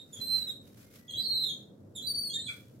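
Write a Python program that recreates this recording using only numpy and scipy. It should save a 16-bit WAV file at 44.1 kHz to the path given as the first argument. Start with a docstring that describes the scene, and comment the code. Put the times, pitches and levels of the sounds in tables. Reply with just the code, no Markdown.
"""Two young gulls beg on a walled roof terrace: three bouts of thin whistles that hold, then fall,
each led in or broken off by short hoarse squeaks; the later calls overlap. Each note is a syrinx tone
with three overtones, roughened by jitter, shimmer and rasp. Floor and walls echo the calls.
Light scuffs and a soft rustle sound close by; behind are low wind, town hiss and a faint far squeal."""
import sys
import numpy as np
from scipy import signal
from scipy.fft import rfft, irfft, next_fast_len
from scipy.io import wavfile
from scipy.ndimage import map_coordinates

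SR = 44100
rng = np.random.default_rng(int(sys.argv[2]) if len(sys.argv) > 2 else 0)


def file_out(sig):
    """Save sig as 16-bit WAV at sys.argv[1]."""
    # one column per channel
    cols = np.atleast_2d(sig).T
    # limit, then scale
    lim = np.clip(cols, -1, 1)
    pcm = np.round(lim * 32767).astype(np.int16)
    wavfile.write(sys.argv[1], SR, pcm)


N = 123479

# spectrum of scuffs and rustle: (frequency [Hz], level [dB])
GRIT_SPECTRUM = [(500, -16.5), (1400, 3), (2300, -0.5), (3500, -0.5), (6000, 0), (9000, -4.5), (12000, 1),
                 (15500, -4)]


def whistles(fall_roughness=0.94):
    """Long begging notes: cleanest at the top, rougher as the pitch falls."""
    # one whistle each: (time [s], pitch [Hz], level [dB])
    first = [(.195, 4070, -65.5), (.216, 4085, -34), (.26, 4092, -38.5), (.33, 4108, -30),
             (.365, 4105, -33.5), (.39, 4020, -37), (.42, 3933, -39.5), (.465, 3896, -49.5),
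             (.482, 3818, -37.5), (.507, 3768, -38), (.525, 3754, -60)]
    second = [(1.152, 3830, -52), (1.168, 3854, -43), (1.19, 4012, -28), (1.215, 4008, -38.5),
              (1.265, 4087, -37.5), (1.29, 4108, -40.5), (1.34, 3992, -31.5), (1.39, 3940, -37.5),
              (1.44, 3860, -36.5), (1.49, 3690, -37.5), (1.515, 3643, -43), (1.53, 3600, -37)]
    second_upper = [(1.17, 4385, -63), (1.22, 4460, -52.5), (1.245, 4348, -37), (1.29, 4280, -32.5),
                    (1.34, 4246, -37.5), (1.39, 4160, -36.5), (1.44, 4102, -34.5), (1.48, 4050, -51)]
    third = [(2.062, 4530, -59), (2.072, 4588, -31.5), (2.11, 4548, -32), (2.142, 4534, -43.5),
             (2.154, 4512, -37.5), (2.195, 4560, -31), (2.23, 4520, -40.5), (2.255, 4426, -37),
             (2.28, 4385, -37), (2.305, 4150, -46.5), (2.32, 4100, -60)]
    # (curve, 2nd harmonic [dB], 3rd harmonic [dB], roughness [-], left-right [dB], left lag [s])
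    notes = [(first, -20.5, -17, .016, -5, .0002293),
             (second, -23.5, -19, .02, -3.5, .00027),
             (second_upper, -26, -22, .02, -2.5, .00026),
             (third, -10.5, -14, .025, 0, .000245)]
    out = np.zeros((2, N))
    for curve, second_db, third_db, top_roughness, pan_db, lag_s in notes:
        hz, gain = contour(curve)
        roughness = top_roughness + fall_roughness * (1 - hz / hz.max())
        out += syrinx(hz, gain, second_db, third_db, roughness, pan_db, lag_s)
    return out


def squeaks(attack_s=0.013, release_s=0.014):
    """Short sliding notes where the voice catches or breaks."""
    # (onset [s], length [s], start pitch [Hz], end pitch [Hz], level [dB],
    #  2nd harmonic [dB], 3rd harmonic [dB], roughness [-])
    notes = [ (-.02, 0.049, 3806, 3696, -52.5, -17, -24, 0.41), (.125, .028, 3580, 3305, -49, 4, -2.5, .2),
             (0.155, 0.039, 3398, 3360, -49.5, -20, -17, 0.55),
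             (.48, 0.04, 3600, 3435, -55.5, -21, -23, 0.73),
             (1.078, .045, 3405, 3158, -46.5, -14, -43, .35), (1.099, 0.024, 4180, 4005, -46, -6, -5, .25),
             (1.123, 0.049, 3306, 3254, -44, -20.5, -34, 0.47),
             (1.19, 0.069, 4590, 4780, -58.5, -11, -19.5, 1.1),
             (1.425, 0.08, 3642, 3485, -43.5, -20, -28, 0.06),
             (1.482, 0.038, 3447, 3251, -38.5, -13, -33, .25),
             (1.95, 0.0323, 3780, 3415, -45, -2.5, -5, 0.33),
             (1.973, 0.0427, 3568, 3243, -45.5, -12.5, -24, 0.58),
             (2.017, 0.073, 3960, 4028, -42, -25, -12, 0.13),
             (2.293, 0.06, 3300, 3260, -44, -11.5, -22.5, 0.33),
             (2.331, .05, 3700, 3607, -34, -10.5, -22.5, .2),
             (2.345, 0.047, 1725, 1900, -58, -20, -38, 0.17),
             (2.388, 0.051, 4160, 3920, -45, -8, -25, 0.24),
             (2.439, 0.043, 3950, 4180, -47.5, -2.5, -22, 0.4),
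             (2.463, 0.031, 3427, 3320, -36.5, -20.5, -28, 0.37),
             (2.479, 0.03, 2416, 2258, -38.5, -19, -33, 0.35),
             (2.482, 0.0283, 1557, 1318, -49.5, -38, -28, 0.4)]
    t, out = clock(), np.zeros((2, N))
    for onset_s, length_s, start_hz, end_hz, db, second_db, third_db, roughness in notes:
        end_s = onset_s + length_s
        gate = np.clip((t - onset_s) / attack_s, 0, 1) * np.clip((end_s - t) / release_s, 0, 1)
        hz = np.interp(t, [onset_s, end_s], [start_hz, end_hz])
        out += syrinx(hz, amp(db) * gate, second_db, third_db, roughness, pan_db=-3, lag_s=0.0002755)
    return out


def syrinx(hz, gain, second_db, third_db, roughness, pan_db, lag_s):
    """Four-harmonic voice in stereo; roughness shakes pitch and level and adds a rasp."""
    on = np.flatnonzero(gain > 0)
    t, roughness = on / SR, np.broadcast_to(roughness, N)[on]
    waver = .0015 * wobble(t, rate_hz=70)
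    jitter = roughness * .035 * wobble(t, rate_hz=600)
    hz = hz[on] * (1 + waver + jitter)
    phase = 2 * np.pi * (np.cumsum(hz) / SR - np.outer([lag_s, 0], hz))
    tone = 0
    for k, level in enumerate(amp([0, second_db, third_db, third_db - 8]), 1):
        rasp = 1 + roughness * 0.15 * wobble(t, rate_hz=1200)
        tone += level * np.sin(k * phase) * rasp
    shimmer_db = roughness * 8.5 * wobble(t, rate_hz=600)
    pan = amp([[pan_db / 2], [-pan_db / 2]])
    out = np.zeros((2, N))
    out[:, on] = np.sqrt(2) * tone * gain[on] * amp(shimmer_db) * pan
    return out


def throat(voice):
    """The throat colours the voice with two notches."""
    # (frequency [Hz], gain [dB])
    response = [(1300, -0.5), (2550, 0.5), (2850, -22), (3200, -0.5), (4800, -1.5), (5300, -15),
                (6500, 0.5), (15000, -4.5)]
    return filtered(voice, lambda hz: amp(along(response, hz)))


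def terrace(x, tail_delay_s=.01, tail_db=-3.5):
    """Direct sound, floor and wall echoes, and a short diffuse tail."""
    # echoes: (left delay [s], right delay [s], left gain [dB], right gain [dB])
    walls = [(.0031, .0034, -7.5, -16), (0.0124, 0.0078, -10.5, -17), (0.0265, 0.015, -10.5, -5.5)]
    # tail decay: (frequency [Hz], T60 [s])
    tail_t60 = [(1500, 0.34), (2400, 0.27), (3400, 0.32), (4500, 0.31), (8000, 0.32), (14000, 0.17)]

    def path(hz, left_s, right_s, left_db, right_db):
        return amp([[left_db], [right_db]]) * np.exp(-2j * np.pi * np.outer([left_s, right_s], hz))

    early = filtered(x, lambda hz: 1 + sum(path(hz, *wall) for wall in walls))
    band_hz, t, spectra = signal.stft(rng.standard_normal((2, SR // 2)), SR, nperseg=256)
    decay = amp(-60 * t / along(tail_t60, band_hz)[:, None])
    tail = signal.istft(spectra * decay, SR, nperseg=256)[1]
    diffuse = signal.fftconvolve(x[1:], tail / np.linalg.norm(tail[0]), axes=1)[:, :N]
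    return early + filtered(diffuse, lambda hz: path(hz, tail_delay_s, tail_delay_s, tail_db, tail_db))


def scuffs(rise_s=.002, fall_s=0.013):
    """Brief noise bursts, probably the birds' feet on the gritty floor."""
    # (onset [s], level [dB])
    bursts = [(.378, -48.5), (.486, -50), (.955, -52), (1.416, -56.5), (2.56, -61)]
    envelope = np.zeros(N)
    for onset_s, db in bursts:
        age_s = np.maximum(clock() - onset_s, 0)
        envelope += amp(db) * (1 - np.exp(-age_s / rise_s)) * np.exp(-age_s / fall_s)
    return envelope * noise(GRIT_SPECTRUM, coherence=[(1000, 0.092)])


def rustle(grain_db=2.0, grain_rate_hz=220):
    """Soft grainy swishes close by."""
    # (time [s], level [dB])
    swishes = [(0, -76), (0.099, -69), (.22, -55.5), (.31, -62.5), (.385, -53.5), (.44, -58.5), (.5, -58.5),
               (.61, -74.5), (.68, -63), (.73, -69.5), (.82, -58), (0.891, -66.5), (.96, -57), (1.05, -71),
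               (1.23, -64.5), (1.33, -67), (1.52, -62), (1.72, -80), (1.92, -80.5), (2.0, -67),
               (2.2, -62.5), (2.42, -73.5), (2.5, -58.5), (2.58, -61.5), (2.65, -68), (2.8, -73)]
    level_db = np.interp(clock(), *np.transpose(swishes))
    grain = amp(grain_db * wobble(clock(), grain_rate_hz))
    return amp(level_db) * unit(grain * noise(GRIT_SPECTRUM, coherence=[(1000, 0.064)]))


def wind(hiss_db=-74.5):
    """Low buffeting and a broader rumble, over the steady hiss of a distant town."""
    # (time [s], buffet level [dB], rumble level [dB])
    gusts = [(0.0, -69, -56.5), (0.11, -68.5, -58), (0.21, -51, -52), (0.28, -60, -53), (0.99, -60, -58.5),
             (1.06, -67, -61), (1.17, -50.5, -52), (1.28, -67.5, -53), (1.32, -49.5, -55),
             (1.43, -67.5, -53.5), (2.24, -56, -55), (2.28, -68, -54), (2.47, -50.5, -54.5),
             (2.53, -64, -56.5), (2.7, -55.5, -59), (2.73, -67, -54.5), (2.77, -55, -58), (2.8, -68, -54.5)]
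    # spectra: (frequency [Hz], level [dB])
    buffet_spectrum = [(25, -42), (40, -26), (52, -11), (72, -14), (100, 3.5), (125, 0), (160, -21.5),
                       (400, -55)]
    rumble_spectrum = [(60, -35), (110, -17), (138, 0.5), (167, -5), (200, -0.5), (250, -2.5), (370, -10),
                       (540, -9.5), (800, -26.5), (1100, -33), (2400, -79.5)]
    hiss_spectrum = [(300, 6), (900, 4.5), (1500, 3), (2500, -12.5), (4000, -9.5), (8000, -11),
                     (15000, -23)]
    # (frequency [Hz], left-right coherence [0-1])
    coherence = [(60, .94), (150, 0.92), (300, 0.9), (600, 0.27), (1000, 0.2)]
    time_s, buffet_db, rumble_db = np.transpose(gusts)
    buffet = amp(np.interp(clock(), time_s, buffet_db)) * noise(buffet_spectrum, coherence)
    rumble = amp(np.interp(clock(), time_s, rumble_db)) * noise(rumble_spectrum, coherence)
    hiss = amp(hiss_db) * noise(hiss_spectrum, coherence=[(1000, 0.085)])
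    return buffet + rumble + hiss


def squeals():
    """Faint thin sine tones from far off."""
    # one curve per tone: (time [s], pitch [Hz], level [dB])
    curves = [
        [(.83, 2100, -75), (.91, 2147, -74), (.97, 2190, -75)],
        [(.95, 1970, -82), (.99, 1965, -69.5), (1.07, 1955, -76), (1.14, 1965, -71), (1.21, 1957, -70),
         (1.24, 1910, -87)],
    ]
    return sum(gain * np.sin(2 * np.pi * np.cumsum(hz) / SR) for hz, gain in map(contour, curves))


def contour(curve, fade_s=.004):
    """Pitch and gain per sample; silent outside the curve."""
    time_s, hz, db = np.transpose(curve)
    t = clock()
    gate = np.clip(np.minimum(t - time_s[0], time_s[-1] - t) / fade_s, 0, 1)
    return np.interp(t, time_s, hz), amp(np.interp(t, time_s, db)) * gate


def noise(spectrum, coherence):
    """Coloured stereo noise of rms 1; coherence sets the mid/side split."""
    def response(hz):
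        angle = np.arccos(np.clip(along(coherence, hz), -1, 1)) / 2
        return amp(along(spectrum, hz)) * [np.cos(angle), np.sin(angle)]

    mid, side = filtered(rng.standard_normal((2, N)), response)
    return unit(np.array([mid + side, mid - side]))


def filtered(x, response):
    """Apply a complex frequency response."""
    size = next_fast_len(N + SR // 2)
    return irfft(rfft(x, size) * response(np.fft.rfftfreq(size, 1 / SR)), size)[..., :N]


def wobble(t, rate_hz):
    """Smooth random curve with rate_hz knots a second."""
    return map_coordinates(rng.standard_normal(N // 16), [t * rate_hz], mode="mirror")


def along(points, hz):
    """Interpolate (frequency [Hz], value) points on a log axis."""
    knot_hz, values = np.transpose(points)
    return np.interp(np.log(hz + 1), np.log(knot_hz + 1), values)


def amp(db):
    return 10 ** (np.asarray(db) / 20)


def unit(x):
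    return x / np.sqrt(np.mean(x ** 2) + 1e-20)


def clock():
    return np.arange(N) / SR


def scene():
    """Gulls on the terrace, in the wind."""
    gulls = throat(whistles() + squeaks())
    return terrace(gulls + squeals()) + wind() + rustle() + scuffs()


def record(dry):
    """Brick-wall low-pass."""
    cutoff_hz = 15800
    return filtered(dry, lambda hz: hz < cutoff_hz)


dry = scene()
out = record(dry)
file_out(out)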